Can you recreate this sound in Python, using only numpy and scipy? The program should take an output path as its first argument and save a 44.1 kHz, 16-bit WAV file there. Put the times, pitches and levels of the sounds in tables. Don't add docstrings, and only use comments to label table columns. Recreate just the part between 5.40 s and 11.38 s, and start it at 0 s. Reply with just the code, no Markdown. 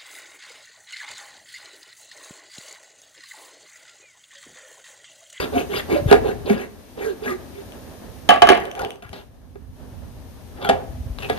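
import sys
import numpy as np
from scipy import signal
from scipy.fft import rfft, irfft
from scipy.io import wavfile
from scipy.ndimage import uniform_filter1d

SR = 44100
rng = np.random.default_rng(int(sys.argv[2]) if len(sys.argv) > 2 else 0)


def boost_factor(decibels):
    exponent = np.asarray(decibels, float) / 20
    return 10 ** exponent


def wrap_up_sound(samples):
    columns = np.atleast_2d(samples).T
    tamed = np.clip(columns, -1, 1)
    steps = np.round(tamed * 32767).astype(np.int16)
    wavfile.write(sys.argv[1], SR, steps)


N = 263718

# start t/s, fastest t/s, end t/s, wood level/dB, rasp level/dB
STROKES = [(-.06, 0.009, 0.095, -23.5, -28), (.11, 0.189, 0.25, -23, -30.5), (.28, 0.379, 0.43, -26, -26.5),
           (0.472, 0.529, 0.63, -22.5, -31), (0.659, 0.714, .81, -26.5, -28.5),
           (.81, 0.881, 0.96, -22, -37), (1.041, 1.111, 1.18, -23, -31.5), (1.14, 1.21, 1.29, -32.5, -37.5),
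           (1.549, 1.651, 1.763, -30.5, -35.5), (1.8, 1.894, 1.97, -29.5, -32.5),
           (2.101, 2.189, 2.25, -48.5, -51)]
# start t/s, end t/s, first f/Hz, last f/Hz, relative level/dB
SINGING = [(.14, 0.181, 255, 265, -27), (0.143, 0.201, 700, 703, -30), (0.499, 0.557, 403, 281, -22),
           (0.554, 0.607, 590, 579, -23.5), (0.634, 0.683, 574, 575, -33), (.365, .41, 994, 1820, -56),
           (0.682, 0.712, 3760, 3047, -43), (0.882, 0.92, 1640, 1660, -40), (1.092, 1.138, 418, 404, -26),
           (1.105, 1.154, 206, 212, -26.5), (1.15, 1.217, 1660, 1655, -44), (1.645, 1.737, 477, 343.6, -30),
           (1.858, 1.894, 1660, 1640, -32.5), (1.869, 1.913, 256.5, 244, -32.5),
           (1.874, 1.926, 1276, 1197, -35.5), (1.894, 1.962, 369, 363, -31.5),
           (2.15, 2.221, 410, 398.5, -43.5), (5.222, 5.291, 3400, 3210, -41.5),
           (5.245, 5.287, 1520, 1330, -36.5), (5.825, 5.87, 2607, 2595, -38.5)]
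# start t/s, end t/s, wood level/dB, rasp level/dB, rasp centre f/Hz
SLIDES = [(3.134, 3.37, -29, -35.5, 2030), (3.348, 3.448, -31, -40.5, 1598), (3.39, 3.5, -25.5, -35, 1360),
          (3.489, 3.61, -42, -54, 2300), (3.622, 3.718, -61, -43, 1490), (3.728, 3.868, -45, -43.5, 3300),
          (5.166, 5.297, -37, -50.5, 1500), (5.208, 5.332, -31.5, -38.5, 1590),
          (5.241, 5.341, -30.5, -35.5, 1500), (5.304, 5.47, -30, -48.5, 1600),
          (5.784, 5.83, -38, -34.5, 2840), (5.82, 5.89, -35, -34, 2850), (5.886, 5.972, -31.5, -34.5, 3000),
          (5.957, 6.03, -32.5, -37.5, 3300)]
# t/s, relative level/dB, strongest f/Hz, crack level/dB over the blow, ring shortening/dB
KNOCKS = [(0.501, -19, 370, -33, 5), (0.713, 0, 433, -19, 7), (0.727, 7.5, 740, -24, 13.5),
          (0.74, -10.5, 414.7, -21, 2), (1.098, -11, 214.1, -20, 2.5), (4.157, -29.5, 436.4, -32.5, 11.5),
          (5.2905, -8.5, 4200, -10, 10), (5.2955, -0.5, 793, -22, 11), (5.309, -12, 724, -23.5, 6),
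          (5.331, -17, 760, -25, 4), (3.6232, -36, 2460, -5.5, 5), (3.7304, -27.5, 3894, -8.5, 10),
          (5.8222, -31.5, 2520, -7, 20), (5.898, -12, 905, -13.5, 9.5), (5.8985, -16, 2530, -24, 3.5)]
# t/s, relative level/dB, strongest f/Hz, crack level/dB, ring shortening/dB
BOUNCES = [(2.89, 0.5, 707, -11.5, 2.8), (2.905, -1.5, 1150, -17.5, 3), (2.921, -11.5, 800, -19.5, 2),
           (2.939, -12.5, 900, -15, 5.3), (2.959, -18.5, 1307, -14, 2.9), (3.02, 3, 917, -15, 4.5),
           (3.034, -6, 700, -23, 1.5), (3.052, -22, 700, -14, 2), (3.071, -7, 1130, -13.5, 4),
           (3.089, 3, 1770, -13, 12), (3.1, -2, 367, -20, 2.5), (3.119, -7.5, 1143, -14, 11),
           (3.149, -14, 800, -16, 2.5), (3.175, -19.5, 900, -14.5, 4)]
# t/s, relative level/dB
TICKS = [(2.3218, -31.5), (3.254, -26), (3.3143, -25.5), (3.3523, -26), (3.3694, -36), (3.3926, -28.5),
         (3.4185, -27), (3.4488, -23), (3.495, -41), (3.5061, -28), (3.519, -35.5), (3.5583, -36.5),
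         (3.693, -33.5), (4.212, -63.5), (4.5052, -52), (4.5894, -48), (4.9094, -48)]
# f/Hz, relative level/dB, time to fall 60 dB t/s
BENCH_MODES = [(214.2, -11.5, 0.26), (255, -9.5, 0.36), (360.7, 2, 0.06), (410, -1.5, 0.23),
               (453.4, -2.5, 0.095), (524, -8, 0.16), (582, -6, 0.085), (700, -1.5, 0.13), (778, -4.5, 0.1),
               (899, -15.5, 0.11), (950, -14.5, .07), (1205, -16.5, 0.34), (1430, -14.5, 0.2),
               (1660, -7.5, 0.16), (2260, -14.5, 0.14), (2600, -11.5, 0.032), (2965, -12.5, 0.019),
               (3525, -12, 0.023), (4100, -16, 0.0082), (4810, -20, 0.04), (1950, -6.5, 0.055)]
# f/Hz, relative level/dB, time to fall 60 dB t/s
TRAY_MODES = [(372.7, -5.5, 0.15), (700.6, -6, 0.42), (726.2, -13.5, .25), (759, -11, 0.43),
              (846.5, -10.5, 0.18), (1150, -6, 0.14), (1273, -6, 0.06), (1520, -19.5, 0.12),
              (1655, -4.5, 0.12), (1736, -12.5, 0.097), (2022, -14.5, 0.11), (2130, -22, 0.11),
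              (2520, -18.5, .2), (2730, -15, 0.36), (3016, -3, 0.14), (3290, -20, 0.23), (3860, -21, .12),
              (4770, -20.5, 0.05)]
# f/Hz, relative level/dB, time to fall 60 dB t/s
TICK_MODES = [(3030, 1.5, 0.0068), (4480, -9.5, 0.0022), (6050, -9, 0.0058), (7200, -15, 0.0024),
              (8400, -2.5, 0.0038), (11500, -16.5, 0.0024)]
# f/Hz, relative level/dB
FIBRE_HISS = [(2650, -9), (4500, 1.5), (5330, -1.5), (6770, 0.5), (7820, -7.5), (8730, -4), (11300, -5),
              (14800, -7.5)]
# f/Hz, relative level/dB
CLATTER = [(120, -52.5), (200, -10.5), (568, -8.5), (718, 2), (976, -15), (1640, -14), (1900, -12.5),
           (2820, -16.5), (7330, -49.5), (11100, -54), (14800, -88)]
# f/Hz, level/dB
BENCH_SIDE = [(60, 4), (200, 12.5), (300, 7.5), (380, -13.5), (700, -0.5), (1290, 3), (4400, 8), (15000, 2)]
# f/Hz, phase/rad
BENCH_LEAD = [(100, 0.52), (220, 0.84), (430, 2.18), (780, 1.2), (1460, 1.43), (3620, 6.72), (8790, 10.8),
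              (11100, 24.1), (15200, 33)]
# f/Hz, level/dB
TRAY_SIDE = [(60, 6.5), (180, -9.5), (550, -12.5), (1650, 3), (4970, 4), (15000, -1)]
# f/Hz, phase/rad
TRAY_LEAD = [(100, 1.97), (1290, 1.24), (2330, -0.5), (15000, -23)]
# time to fall 60 dB t/s, treble cut f/Hz, level/dB
YARD = [(.22, 7010, -10.5), (0.799, 1507, -23.5)]
# t/s, level/dB, left over right level/dB
GUSTS = [(0, -51, 25), (.43, -50, 25), (.66, -29.5, 8), (.98, -48.5, 26.5), (1.28, -55, 18), (1.6, -49, 8),
         (2.03, -58.5, 34.5), (2.27, -43.5, -0.5), (2.8, -42.5, -9), (3.06, -37.5, 9.5), (3.4, -60, 20),
         (3.93, -47, 3), (4.23, -44, -11), (4.6, -41.5, -5), (5.16, -43, 5.5), (5.36, -51.5, 37),
         (5.59, -34, -11), (5.85, -50.5, 32), (5.98, -33, 7)]
# f/Hz, relative level/dB
WIND = [(12, -35.5), (20, -4.5), (81, 5.5), (200, -9.5), (221, -9.5), (253, -2.5), (300, -20), (390, -44.5),
        (660, -120)]
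# t/s, relative level/dB, f/Hz, left over right level/dB
PUFFS = [(0.619, -26, 102, -7), (0.659, -6, 110, 5), (0.678, -20, 72, 11), (3.651, -33.5, 99.6, 7),
         (3.7, -29, 84.8, 5), (3.889, -35, 74.4, 0), (4.289, -29, 81.7, 7), (4.519, -30, 96, 0),
         (5.139, -34, 56.5, -6), (5.484, -20.5, 63.5, 8), (5.601, -18, 64.6, -3), (5.659, -19, 88, -9),
         (5.699, -15.5, 57, 5), (5.759, -37.5, 43.1, 35)]
# t/s, hum level/dB
BACKGROUND = [(0, -39), (.7, -39.5), (1.28, -47), (1.85, -43.5), (2.05, -43.5), (2.3, -42.5), (2.9, -43.5),
              (3.25, -49), (3.5, -47.5), (3.62, -57.5), (3.76, -45), (3.9, -56.5), (4.3, -55), (4.4, -49),
              (5.16, -46), (5.78, -45), (5.83, -39.5), (5.98, -40)]
# f/Hz, relative level/dB
HUM = [(88, -47.5), (150, -2.5), (253, 5.5), (333, 0.5), (617, -1.5), (1470, -14.5), (1780, -12.5),
       (2100, -27.5), (4000, -25), (5200, -63), (8800, -120)]
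# f/Hz, relative level/dB
PORT_HISS = [(1180, -35), (2000, 1.5), (6570, -2), (6970, -2), (7450, -18.5), (7960, -4), (9030, -3.5),
             (14000, -2), (14800, -26)]

TIME = np.arange(N) / SR
HZ = np.maximum(np.fft.rfftfreq(N, 1 / SR), 1)


def unit(x):
    return x / np.sqrt(np.mean(x ** 2) + 1e-20)


def in_time(rows):
    s, *columns = np.transpose(rows)
    return [np.interp(TIME, s, c) for c in columns]


def at_hz(points):
    hz, value = np.transpose(points)
    return np.interp(np.log(HZ), np.log(np.maximum(hz, 20)), value)


def colour(x, spectrum):
    inside = (HZ > spectrum[0][0]) & (HZ < spectrum[-1][0])
    return unit(irfft(rfft(x) * boost_factor(at_hz(spectrum)) * inside, N))


def drift(rate):
    knots = rng.standard_normal(int(N / SR * rate * 2) + 2)
    return np.interp(TIME * rate * 2, np.arange(len(knots)), knots)


def die_away(clicks, t60):
    return signal.lfilter([1], [1, -boost_factor(-60 / (t60 * SR))], clicks + 1e-18)


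def ring(clicks, hz, t60):
    r, w = boost_factor(-60 / (max(t60, .003) * SR)), 2 * np.pi * hz / SR
    return signal.lfilter([0, np.sin(w)], [1, -2 * r * np.cos(w), r * r], clicks + 1e-18)


def nearness(hz, centre_hz, octaves, lift_db):
    return lift_db * np.exp(-(np.log2(hz / centre_hz) / octaves) ** 2)


def speed(start, fastest, end):
    return np.sin(np.pi / 2 * np.interp(TIME, [start, fastest, end], [0, 1, 0]))


def passes(rows, sweep_octaves, wood_early, wood_power, rasp_power, linger_s):
    pace, rasp_hz, wood, rasp = 0, np.ones(N), 0, 0
    for start, fastest, end, wood_db, rasp_db, hz in rows:
        v = speed(start, fastest, end)
        early = speed(start, fastest - wood_early * (fastest - start), end)
        sweep = sweep_octaves * np.interp(TIME, [start, end], [.5, -.5])
        rasp_hz = np.where((TIME >= start) | (rasp_hz == 1), hz * 2 ** sweep, rasp_hz)
        pace = np.maximum(pace, v)
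        wood = wood + boost_factor(wood_db) * early ** wood_power
        rasp = rasp + boost_factor(rasp_db) * v ** rasp_power
    r = np.exp(-1 / (linger_s * SR))
    wood = signal.lfilter([1 - r], [1, -r], wood, zi=[wood[0]])[0]
    return pace, rasp_hz, wood, rasp


def rubbing(motion, slow_per_s, fast_per_s, hiss_db, jitter, uneven_db, grit_db):
    pace, rasp_hz, wood_gain, rasp_gain = motion
    per_s = slow_per_s + (fast_per_s - slow_per_s) * pace
    travel = np.cumsum(per_s * (1 + jitter * drift(150.0))) / SR
    catches = np.diff(np.floor(travel), prepend=0) * boost_factor(uneven_db * drift(120.0))
    noise = rng.standard_normal(N)
    grit = noise * boost_factor(grit_db * drift(300.0) + 4.4 * np.cos(2 * np.pi * travel))
    wood, rasp = 0, 0
    for hz, db, t60 in BENCH_MODES:
        if hz < 1000:
            mode_db = db + nearness(hz, per_s, 0.95, 14.0) + 3.8 * drift(18.0)
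            wood = wood + unit(ring(catches, hz, t60 * 0.5)) * boost_factor(mode_db)
        else:
            mode_db = db + nearness(hz, rasp_hz, 0.27, 10.0) + 7.8 * drift(25.0)
            rasp = rasp + unit(ring(grit, hz, t60 * 0.19)) * boost_factor(mode_db)
    wood, rasp = (x / np.sqrt(uniform_filter1d(x ** 2, size=1800) + 1e-12) for x in (wood, rasp))
    hiss = colour(grit, FIBRE_HISS)
    return wood_gain * wood + rasp_gain * (rasp + boost_factor(hiss_db) * hiss)


def sawing():
    mid_rasp_hz, usual_stroke_s, rasp_follows = 2110, .18, .8
    rows = []
    for start, fastest, end, wood_db, rasp_db in STROKES:
        rasp_hz = mid_rasp_hz * (usual_stroke_s / (end - start)) ** rasp_follows
        rows.append((start, fastest, end, wood_db, rasp_db, rasp_hz))
    motion = passes(rows, sweep_octaves=.6, wood_early=0.78, wood_power=1.7, rasp_power=2.0, linger_s=0.017)
    return rubbing(motion, 300, 460, hiss_db=-8.0, jitter=.4, uneven_db=3.5, grit_db=1.5)


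def singing():
    out, waver, throb = np.zeros(N), drift(450.0), drift(60.0)
    for start, end, first_hz, last_hz, db in SINGING:
        i, j = int(start * SR), int(end * SR)
        hz = np.linspace(first_hz, last_hz, j - i) * (1 + .055 * waver[i:j])
        swell = np.sin(np.linspace(0, np.pi, j - i)) ** 0.23 * boost_factor(2.8 * throb[i:j])
        out[i:j] += boost_factor(db + 5.0) * swell * np.sin(2 * np.pi * np.cumsum(hz) / SR)
    return out


def sliding_parts():
    jolt = .07
    rows = [(s, s + jolt * (end - s), end, *rest) for s, end, *rest in SLIDES]
    motion = passes(rows, sweep_octaves=.2, wood_early=0, wood_power=1.45, rasp_power=2.2, linger_s=0.013)
    return rubbing(motion, 450, 580, hiss_db=-11.5, jitter=.4, uneven_db=1.5, grit_db=5.5)


def struck(events, modes, spread_db, ring_db, crack_s, tail_db, tail_s, choke_db_per_s):
    out, crack = np.zeros(N), np.zeros(N)
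    chance = rng.standard_normal((len(events), len(modes), 2))
    hz, db, t60 = np.transpose(modes)[:, :, None]
    t = np.arange(int(.4 * SR)) / SR
    for (s, peak_db, centre_hz, crack_db, damp_db), luck in zip(events, chance):
        i = int(s * SR)
        start_db = peak_db + ring_db + db + nearness(hz, centre_hz, 0.59, 10.55) + spread_db * luck[:, :1]
        detuned = hz * (1 + 0.0054 * luck[:, 1:])
        until_next = min((row[0] - s for row in events if row[0] > s), default=1)
        choke_db = choke_db_per_s * np.maximum(t - until_next, 0)
        decay_db = 60 * t * boost_factor(damp_db) / t60
        rings = boost_factor(start_db - choke_db - decay_db) * np.sin(2 * np.pi * detuned * t)
        rings *= np.minimum(t * hz / 1.2, 1)
        rings *= np.sign(np.sin(9 * luck[:, :1]))
        out[i:i + len(t)] += rings.sum(axis=0)[:N - i]
        crack[i] = boost_factor(peak_db + crack_db)
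    clatter = colour(rng.standard_normal(N), CLATTER)
    bright = unit(signal.lfilter([1, -1.8, .81], [1], clatter))
    snap = unit(signal.lfilter([1, -1], [1], bright))
    out += die_away(crack, crack_s) * bright
    out += boost_factor(-24.0) * die_away(crack, 0.011) * snap
    return out + boost_factor(tail_db) * die_away(crack, tail_s) * clatter


def knocks():
    return struck(KNOCKS, BENCH_MODES, spread_db=0.0, ring_db=-10.0, crack_s=0.037,
                  tail_db=3.0, tail_s=0.063, choke_db_per_s=148.5)


def block_on_tray():
    return struck(BOUNCES, TRAY_MODES, spread_db=2.5, ring_db=-11.0, crack_s=0.035,
                  tail_db=-1.5, tail_s=0.18, choke_db_per_s=501.0)


def ticks():
    s, level_db = np.transpose(TICKS)
    chance, out = rng.standard_normal((len(s), len(TICK_MODES))), np.zeros(N)
    for (hz, db, t60), luck in zip(TICK_MODES, chance.T):
        clicks = np.zeros(N)
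        clicks[(s * SR).astype(int)] = boost_factor(level_db + db - 1.5 + 4.0 * luck)
        out += ring(clicks, hz, t60)
    return out


def to_ports(x, side_db, lead):
    half = boost_factor(at_hz(side_db) / 2) * np.exp(.5j * at_hz(lead))
    return irfft(rfft(x) * np.array([half, 1 / half]), N)


def yard(x):
    t, tail = np.arange(SR) / SR, 0
    for t60, cut_hz, db in YARD:
        part = rng.standard_normal((2, len(t))) * boost_factor(-60 * t / t60) * (t > .0015)
        part = signal.sosfilt(signal.butter(1, cut_hz, fs=SR, output="sos"), part)
        tail = tail + boost_factor(db) * part / np.sqrt(np.sum(part ** 2, axis=1, keepdims=True))
    return signal.fftconvolve(x[None], tail, axes=1)[:, :N]


def port_noise(share):
    white = rng.standard_normal((3, N))
    return share * white[2] + np.sqrt(1 - share ** 2) * white[:2]


def wind():
    wind_db, pan_db = in_time(GUSTS)
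    lumps_db = 0.39 * drift(20.0) + 2.2 * np.array([drift(1.5), drift(20.0)])
    sides_db = np.array([pan_db, -pan_db]) / 2
    return boost_factor(wind_db + lumps_db + sides_db) * colour(port_noise(.6), WIND)


def puffs():
    out = np.zeros((2, N))
    for s, level_db, hz, side_db in PUFFS:
        t = np.arange(int(3 / hz * SR)) / SR
        push = np.sin(2 * np.pi * hz * t) * (t * hz) * np.exp(-2.2 * t * hz) * 4.0
        i = int(s * SR)
        out[:, i:i + len(t)] += boost_factor(level_db + np.array([[side_db], [-side_db]]) / 2) * push
    return out


def hum_and_hiss():
    below_hum_db, follows = 9, 1.03
    hum_db, = in_time(BACKGROUND)
    mean_db = hum_db.mean()
    hiss_db = mean_db - below_hum_db + follows * (hum_db - mean_db)
    hum = boost_factor(hum_db + 2.4 * drift(11.0) + np.array([[-.3], [.3]])) * colour(port_noise(.6), HUM)
    hiss = boost_factor(hiss_db + np.array([[1.8], [-1.8]])) * colour(port_noise(.05), PORT_HISS)
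    return hum + hiss


def scene():
    bench = sawing() + singing() + sliding_parts() + knocks()
    tray = block_on_tray() + ticks()
    near = to_ports(bench, BENCH_SIDE, BENCH_LEAD) + to_ports(tray, TRAY_SIDE, TRAY_LEAD)
    return near + yard(bench + tray) + wind() + puffs() + hum_and_hiss()


def roll_off(x):
    return signal.sosfilt(signal.butter(12, 15620, fs=SR, output="sos"), x)


def record(dry):
    loud = np.tanh(dry * (1 + dry ** 2 * 0.82))
    cut = signal.sosfilt(signal.butter(2, 33, "high", fs=SR, output="sos"), loud)
    return roll_off(np.clip(cut, -1, 1))


dry = scene()
out = record(dry)
wrap_up_sound(out)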